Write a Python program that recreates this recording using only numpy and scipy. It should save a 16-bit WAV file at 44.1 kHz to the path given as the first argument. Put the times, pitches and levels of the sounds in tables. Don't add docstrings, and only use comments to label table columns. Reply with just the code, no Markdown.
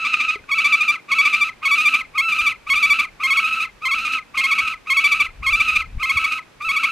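import sys
import numpy as np
from scipy import signal
from scipy.fft import rfft, irfft, next_fast_len
from scipy.io import wavfile
from scipy.ndimage import uniform_filter1d

SR = 44100
rng = np.random.default_rng(int(sys.argv[2]) if len(sys.argv) > 2 else 0)


def transcribe(signal):
    frames = np.atleast_2d(signal).T
    limited = np.clip(frames, -1, 1)
    pcm = np.round(limited * 32767).astype(np.int16)
    wavfile.write(sys.argv[1], SR, pcm)


N = 304731
CUTOFF_HZ = 15700


def from_db(db):
    return 10 ** (np.asarray(db) / 20)


def rms_one(x):
    return x / np.sqrt(np.mean(x ** 2) + 1e-20)


def at_hz(points, hz):
    return np.interp(np.log(np.maximum(hz, 1)), np.log(np.array(points)[:, 0]), np.array(points)[:, 1])


def drift(rate_hz):
    r = np.exp(-2 * np.pi * rate_hz / SR)
    return rms_one(signal.lfilter([1], [1, -2 * r, r * r], rng.standard_normal(N + SR))[SR:])


def coloured(x, spectrum):
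    size = next_fast_len(N + 4096)
    gain = from_db(at_hz(spectrum, np.arange(size // 2 + 1) * SR / size))
    return irfft(rfft(x, size) * gain, size)[..., :N]


def resonance(x, hz, width_hz):
    r = np.exp(-np.pi * width_hz / SR)
    gain = (1 - r * r) / 2
    return signal.lfilter([gain, 0, -gain], [1, -2 * r * np.cos(2 * np.pi * hz / SR), r * r], x)


def evened(x, seconds):
    size = int(seconds * SR)
    return x / np.sqrt(uniform_filter1d(uniform_filter1d(x ** 2, size), size) + 1e-9)


def plateau(t, start, end, rise_s, fall_s):
    return (1 + np.tanh((t - start) / rise_s)) * (1 - np.tanh((t - end) / fall_s)) / 4


def hiss():
    # frequency in Hz, relative spectral density in dB.
    spectrum = [(59, -32), (100, -5.5), (438, -8), (727, -11.5), (791, -9.5), (861, -10.5), (2320, -14),
                (15500, -36.5)]
    # frequency in Hz, left-right correlation.
    likeness = [(100, 0.79), (300, 0.042), (1400, 0.51), (15000, 0.072)]
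    mid, side = coloured(rng.standard_normal((2, N)), spectrum)
    mid = coloured(mid, [(hz, 10 * np.log10(1 + c)) for hz, c in likeness])
    side = coloured(side, [(hz, 10 * np.log10(1 - c)) for hz, c in likeness])
    return from_db(-50.5) * rms_one(mid + side * [[1], [-1]])


def wind():
    # time in seconds, mean breeze level in dB.
    breeze_levels = [(0, -61), (4.3, -60.5), (5.1, -53.5), (5.9, -41.5), (6.4, -60)]
    # start of a buffet in seconds, peak level in dB.
    gusts = [(2.393, -47), (2.72, -48), (4.603, -44), (5.389, -31.5), (5.577, -41), (5.754, -50),
             (5.94, -26), (6.135, -30), (6.656, -40)]
    # frequency in Hz, relative spectral density in dB.
    spectrum = [(12, -41), (20, 4.5), (43, 4.5), (78, -0.5), (253, -24.5), (300, -38), (390, -65),
                (660, -120)]
    t = np.arange(N) / SR
    times, level_db = np.transpose(breeze_levels)
    breeze = from_db(np.interp(t, times, level_db) + 5.3 * drift(3))
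    buffets = sum(from_db(db) * np.exp(-((t - start - .03) / .015) ** 2) for start, db in gusts)
    mid, side = rms_one(coloured(rng.standard_normal((2, N)), spectrum))
    return (breeze + buffets) * (mid * from_db([[1.3], [-1.3]]) + .21 * side * [[1], [-1]])


def open_air(sound):
    # delay in seconds, level in dB before the low-pass, leftward bias.
    echoes = [(0.037, -15, 0.17), (0.066, -35, 0.025), (0.136, -39, -.1)]
    # frequency in Hz, level of side relative to mid in dB.
    port_difference = [(900, -83), (1500, -51), (2400, -21.5), (4400, -13), (8000, -16), (15000, -9.5)]
    tail_t60_s, tail_db = 1, -36
    t = np.arange(int(tail_t60_s * SR)) / SR
    tail = from_db(tail_db - 60 * t / tail_t60_s) * (t > .02) / np.sqrt(.082 * SR)
    response = tail * rng.standard_normal((2, len(t)))
    for delay_s, level_db, left in echoes:
        smear = np.exp(-((t - delay_s) / .01) ** 2) * rng.standard_normal(len(t))
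        response += from_db(level_db) * np.outer([1 + left, 1 - left], smear / np.linalg.norm(smear))
    dull = signal.sosfilt(signal.butter(2, 4000, fs=SR, output="sos"), sound)
    scatter = rng.standard_normal(800) * np.exp(-np.arange(800) / 160)
    side = coloured(signal.fftconvolve(sound, scatter / np.linalg.norm(scatter))[:N], port_difference)
    return sound + side * [[1], [-1]] + signal.fftconvolve(dull[None], response, axes=1)[:, :N]


def knocks():
    # start in seconds, peak level in dB, frequency in Hz, time to fall 60 dB in seconds.
    rings = [(0.358, -30.5, 415, 0.062), (0.44, -36.5, 1500, 0.017)]
    t = np.arange(N) / SR
    sound = np.zeros(N)
    for start, db, hz, t60 in rings:
        age = np.maximum(t - start, 0)
        sound += from_db(db - 60 * age / t60) * np.sin(2 * np.pi * hz * age)
    return sound


def syrinx_gestures():
    # start and end in seconds, base crest levels of partials 1 and 2 in dB,
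    # base roughness of the first crest from 0 to 1, top-octave gain in dB as the head turns.
    calls = [(-.05, 0.365, -32, -23, .49, -6.5), (0.492, .967, -29.5, -22.5, 0.17, -2),
             (1.091, 1.502, -30.5, -22, 0.31, -1.5), (1.629, 2.022, -29, -21.5, 0.25, 1),
             (2.152, 2.531, -28, -22, 0.07, 1), (2.672, 3.058, -28.5, -22.5, 0.37, 1),
             (3.206, 3.663, -27.5, -23, 0.31, 1), (3.822, 4.197, -28.5, -23, 0.08, -0.5),
             (4.35, 4.748, -29, -24, 0.4, 0.5), (4.872, 5.275, -31.5, -23.5, 0.19, 1),
             (5.432, 5.83, -29.5, -21.5, 0.23, 0.5), (5.999, 6.398, -29.5, -24, 0.21, 1.5),
             (6.612, 7, -28.5, -25, 0.17, 1.5)]
    # centre and length in seconds, pitch in Hz, level of partial 2 in dB,
    # base roughness from 0 to 1.
    throbs = [(0.064, 0.031, 1185, -18.5, 0.48), (0.144, 0.024, 1233, -17.5, 0.63),
              (0.216, .032, 1212, -17.5, 0.4), (0.297, 0.025, 1251, -15, 0.12),
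              (.53, 0.033, 1117, -16.5, 0.02), (0.593, 0.024, 1137, -15.5, 0.11),
              (0.661, .036, 1158, -13.5, 0.18), (0.74, 0.031, 1159, -11.5, 0.08),
              (0.818, 0.023, 1194, -13, 0.1), (0.899, .035, 1168, -12.5, .05),
              (1.129, 0.028, 1102, -14.5, 0.15), (1.201, 0.033, 1130, -12, 0),
              (1.265, 0.03, 1156, -14.5, 0.34), (1.345, 0.034, 1191, -16, 0.48),
              (1.425, 0.031, 1170, -12.5, 0.01), (1.667, 0.03, 1088, -16.5, 0.14),
              (1.733, 0.042, 1150, -14, 0.05), (1.802, 0.047, 1224, -18, 0.25),
              (1.871, .035, 1179, -12, 0.11), (1.949, 0.019, 1184, -11.5, 0.28),
              (2.196, 0.036, 1089, -15, .07), (2.288, 0.0075, 1281, -16.5, 0.26),
              (2.331, 0.019, 1173, -16, 0.08), (2.399, 0.025, 1191, -15.5, 0.03),
              (2.477, 0.027, 1154, -13, 0.08), (2.719, .04, 1097, -14.5, 0.05),
              (2.773, .036, 1180, -17, 0.15), (2.845, 0.037, 1149, -12, 0.09), (2.919, 0.037, 1153, -11, 0),
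              (3.003, .022, 1136, -13, 0.18), (3.253, 0.038, 1066, -17, 0.04),
              (3.321, 0.035, 1095, -15, 0.03), (3.384, 0.03, 1102, -14, 0.05),
              (3.457, 0.028, 1293, -17.5, 0.1), (3.538, .02, 1291, -16.5, 0.06),
              (3.622, 0.038, 1276, -19.5, 0.4), (3.868, 0.032, 1046, -19.5, 0.08),
              (3.929, 0.034, 1104, -18, 0.07), (3.992, 0.019, 1239, -22, 0.42),
              (4.063, 0.029, 1229, -20, 0.41), (4.136, 0.031, 1244, -19.5, 0.74),
              (4.392, 0.037, 1066, -17, 0.16), (4.452, 0.031, 1074, -16.5, 0.13),
              (4.526, .029, 1116, -15, .14), (4.596, 0.024, 1102, -15.5, 0.25),
              (4.682, 0.018, 1222, -20.5, 0.68), (4.919, 0.037, 1076, -15.5, 0.07),
              (4.985, .034, 1109, -12.9, 0.01), (5.058, 0.036, 1145, -11.5, .13),
              (5.13, 0.029, 1163, -12, 0.12), (5.212, .024, 1162, -11, 0.07),
              (5.483, 0.039, 1088, -16.5, 0.07), (5.543, 0.029, 1167, -14.5, 0.01),
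              (5.611, 0.019, 1168, -12.5, 0.1), (5.692, 0.021, 1247, -14.5, 0.36),
              (5.766, 0.024, 1209, -14, 0.37), (6.043, 0.029, 1048, -19, 0.06),
              (6.106, 0.024, 1078, -15.5, 0.03), (6.18, 0.02, 1096, -13.5, 0),
              (6.251, 0.019, 1099, -14, 0.06), (6.327, .016, 1197, -17.5, 0.6),
              (6.633, 0.028, 1222, -30.5, 0.09), (6.704, 0.032, 1105, -18, 0.05),
              (6.774, 0.024, 1124, -15.5, 0.04), (6.846, .026, 1108, -16, 0.3)]
    start_hz, crest_hz, stop_hz, shallow_hz = 1093, 1303.3, 1015.4, 1227
    opening_db, sag_db_per_s, early_rough, late_rough = -28.5, 11, .4, .48
    attack_s, attack_db_per_s, release_s, release_db_per_s = .024, 1794, .013, 2500
    controls = np.zeros((6, N)) + [[stop_hz], [-99], [-99], [-99], [0], [0]]
    for start, end, first_crest_db, second_crest_db, opening_rough, facing_db in calls:
        span = slice(max(int((start - .03) * SR), 0), min(int((end + .0268) * SR), N))
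        t = np.arange(N)[span] / SR
        rows = np.array([row for row in throbs if start < row[0] < end])
        crest_times = np.append((rows[1:, 0] + rows[:-1, 0]) / 2, end - .03)
        nearest = np.minimum(np.searchsorted(crest_times, t), len(rows) - 1)
        centre, length, dip_hz, dip_db, dip_rough = rows[nearest].T

        tensing = np.clip((t - start + .0033) / attack_s, 0, 1) ** .54
        holding = plateau(t, -1, end - release_s, .01, .0048)
        fade_db = -attack_db_per_s * np.maximum(start - t, 0) - 6 * (1 - tensing)
        fade_db -= release_db_per_s * np.maximum(t - end + .0034, 0)

        fresh = np.exp(-(centre - start) / .47)
        begin, finish = centre - length / 2, centre + length / 2
        dipped = plateau(t, begin, finish, .008 - .0053 * fresh, .0085 - .00563 * fresh)
        swollen = plateau(t, begin - .002, finish + .00047, .011 - .0071 * fresh, .0105 - .008 * fresh)
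        closed = plateau(t, begin + .0011, finish - .005, .0055 - .0051 * fresh, .006)
        letting_go = (t > centre) * np.exp(-np.abs(t - finish - .006) / .01115)

        crest_rough = np.where(t > start + .2, late_rough, early_rough)
        crest_rough = np.where(t < rows[1, 0], opening_rough, crest_rough) * (.892 + .582 * letting_go)
        rough = crest_rough + closed * (dip_rough - crest_rough) + .684 * (1 - tensing)
        rough = np.clip(rough, 0, 1) * (.354 + .71 * holding)
        clear = (t > rows[0, 0]) * np.clip(1 - crest_rough / early_rough, 0, 1) ** 2

        glide_hz_per_s = 1600 * fresh + 3200 * np.clip((dip_hz - shallow_hz) / 50, 0, 1)
        low_hz = dip_hz + glide_hz_per_s * (t - centre)
        high_hz = crest_hz + 34.97 * clear
        warble_hz = high_hz + dipped * (low_hz - high_hz)
        tensed_hz = start_hz + tensing * (warble_hz - start_hz)
        pitch_hz = stop_hz + holding * (tensed_hz - stop_hz)

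        crest_db = np.interp(t, [start + .013, crest_times[0]], [opening_db, second_crest_db])
        crest_db += .5 * clear - sag_db_per_s * (t - start)
        upper_crest_db = crest_db - 19 + 10.2 * crest_rough
        first_dip_db = -27 + .47 * (dip_db + 14) + .0248 * (dip_hz - 1150)
        upper_dip_db = -25 + .85 * (dip_db + 14) - .0306 * (dip_hz - 1150)
        first_db = first_crest_db + dipped * (first_dip_db - first_crest_db) + fade_db
        first_db -= 1.75 * crest_rough * letting_go + 14 * (1 - holding)
        second_db = crest_db + swollen * (dip_db - crest_db) + fade_db
        upper_db = upper_crest_db + closed * (upper_dip_db - upper_crest_db) + fade_db
        controls[:, span] = [pitch_hz, first_db, second_db, upper_db, rough, np.full_like(t, facing_db)]
    return uniform_filter1d(controls, int(.0031 * SR), axis=1)


def falcon():
    # frequency in Hz, relative level of the upper partials in dB.
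    beak = [(1760, -29), (3000, 9), (4590, 3), (5400, -8), (6130, -4), (7850, -10.5), (8760, -8.5),
            (9320, -14.5), (12900, -14), (14100, -21), (15500, -42)]
    # frequency in Hz, relative spectral density of the turbulent air in dB.
    breath_spectrum = [(2600, -7), (3100, 8.5), (3600, 7), (4000, 0.5), (4700, 6), (5300, -19), (6000, 3.5),
                       (7200, -12.5), (8400, -3), (9500, -22), (11000, -6), (14500, -89)]
    flutter_hz, throat_hz, throat_width_hz = 244.1, 2281, 784
    pitch_hz, first_db, second_db, upper_db, rough, facing_db = syrinx_gestures()
    flutter = 2 * np.pi * np.cumsum(flutter_hz * (1 + .08 * drift(25))) / SR
    depth = np.minimum(rough * from_db(3.8 * drift(59)), .9)
    jitter = (.00304 + .035 * rough) * drift(81.6)
    carrier = 2 * np.pi * np.cumsum(pitch_hz * (1 + jitter)) / SR
    smooth_phase = carrier + .24 * depth * np.sin(flutter)
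    phase = carrier + .43 * depth * np.sin(flutter) + .25 * (rough + .021) * drift(390)
    airflow = np.exp(.69 * depth * np.cos(flutter + .69))
    falter_db = rough * drift(68)
    rasp = .85 * rough * resonance(rng.standard_normal(N), throat_hz, throat_width_hz)

    first = evened(np.cos(smooth_phase) * airflow ** .3, .011)
    first *= from_db(first_db + 3.7 * falter_db + 1.67 * drift(26))
    throat = resonance((np.cos(2 * phase) + rasp) * airflow, throat_hz, throat_width_hz)
    second = evened(throat, .023) * from_db(second_db + 4.6 * falter_db)
    partials = sum(from_db(at_hz(beak, k * pitch_hz)) * np.cos(k * phase + k * k)
                   * (k * pitch_hz < CUTOFF_HZ) for k in range(3, 16))
    breath = rms_one(coloured(rng.standard_normal(N), breath_spectrum))
    breath *= np.clip(3.5 * rough - .05, .06, .65)
    upper = evened((evened(partials, .015) + breath) * airflow, .058) * from_db(upper_db + falter_db)
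    top_octave = coloured(upper, [(5000, -40), (9000, 0)])
    hum = from_db(second_db - 24) * depth * np.sin(flutter)
    return first + second + upper + (from_db(facing_db) - 1) * top_octave + hum


def scene():
    return open_air(falcon() + knocks()) + hiss() + wind()


def record(dry):
    drooped = signal.sosfilt(signal.butter(4, 14300, fs=SR, output="sos"), dry)
    return signal.sosfilt(signal.cheby2(12, 70, CUTOFF_HZ, fs=SR, output="sos"), drooped)


dry = scene()
out = record(dry)
transcribe(out)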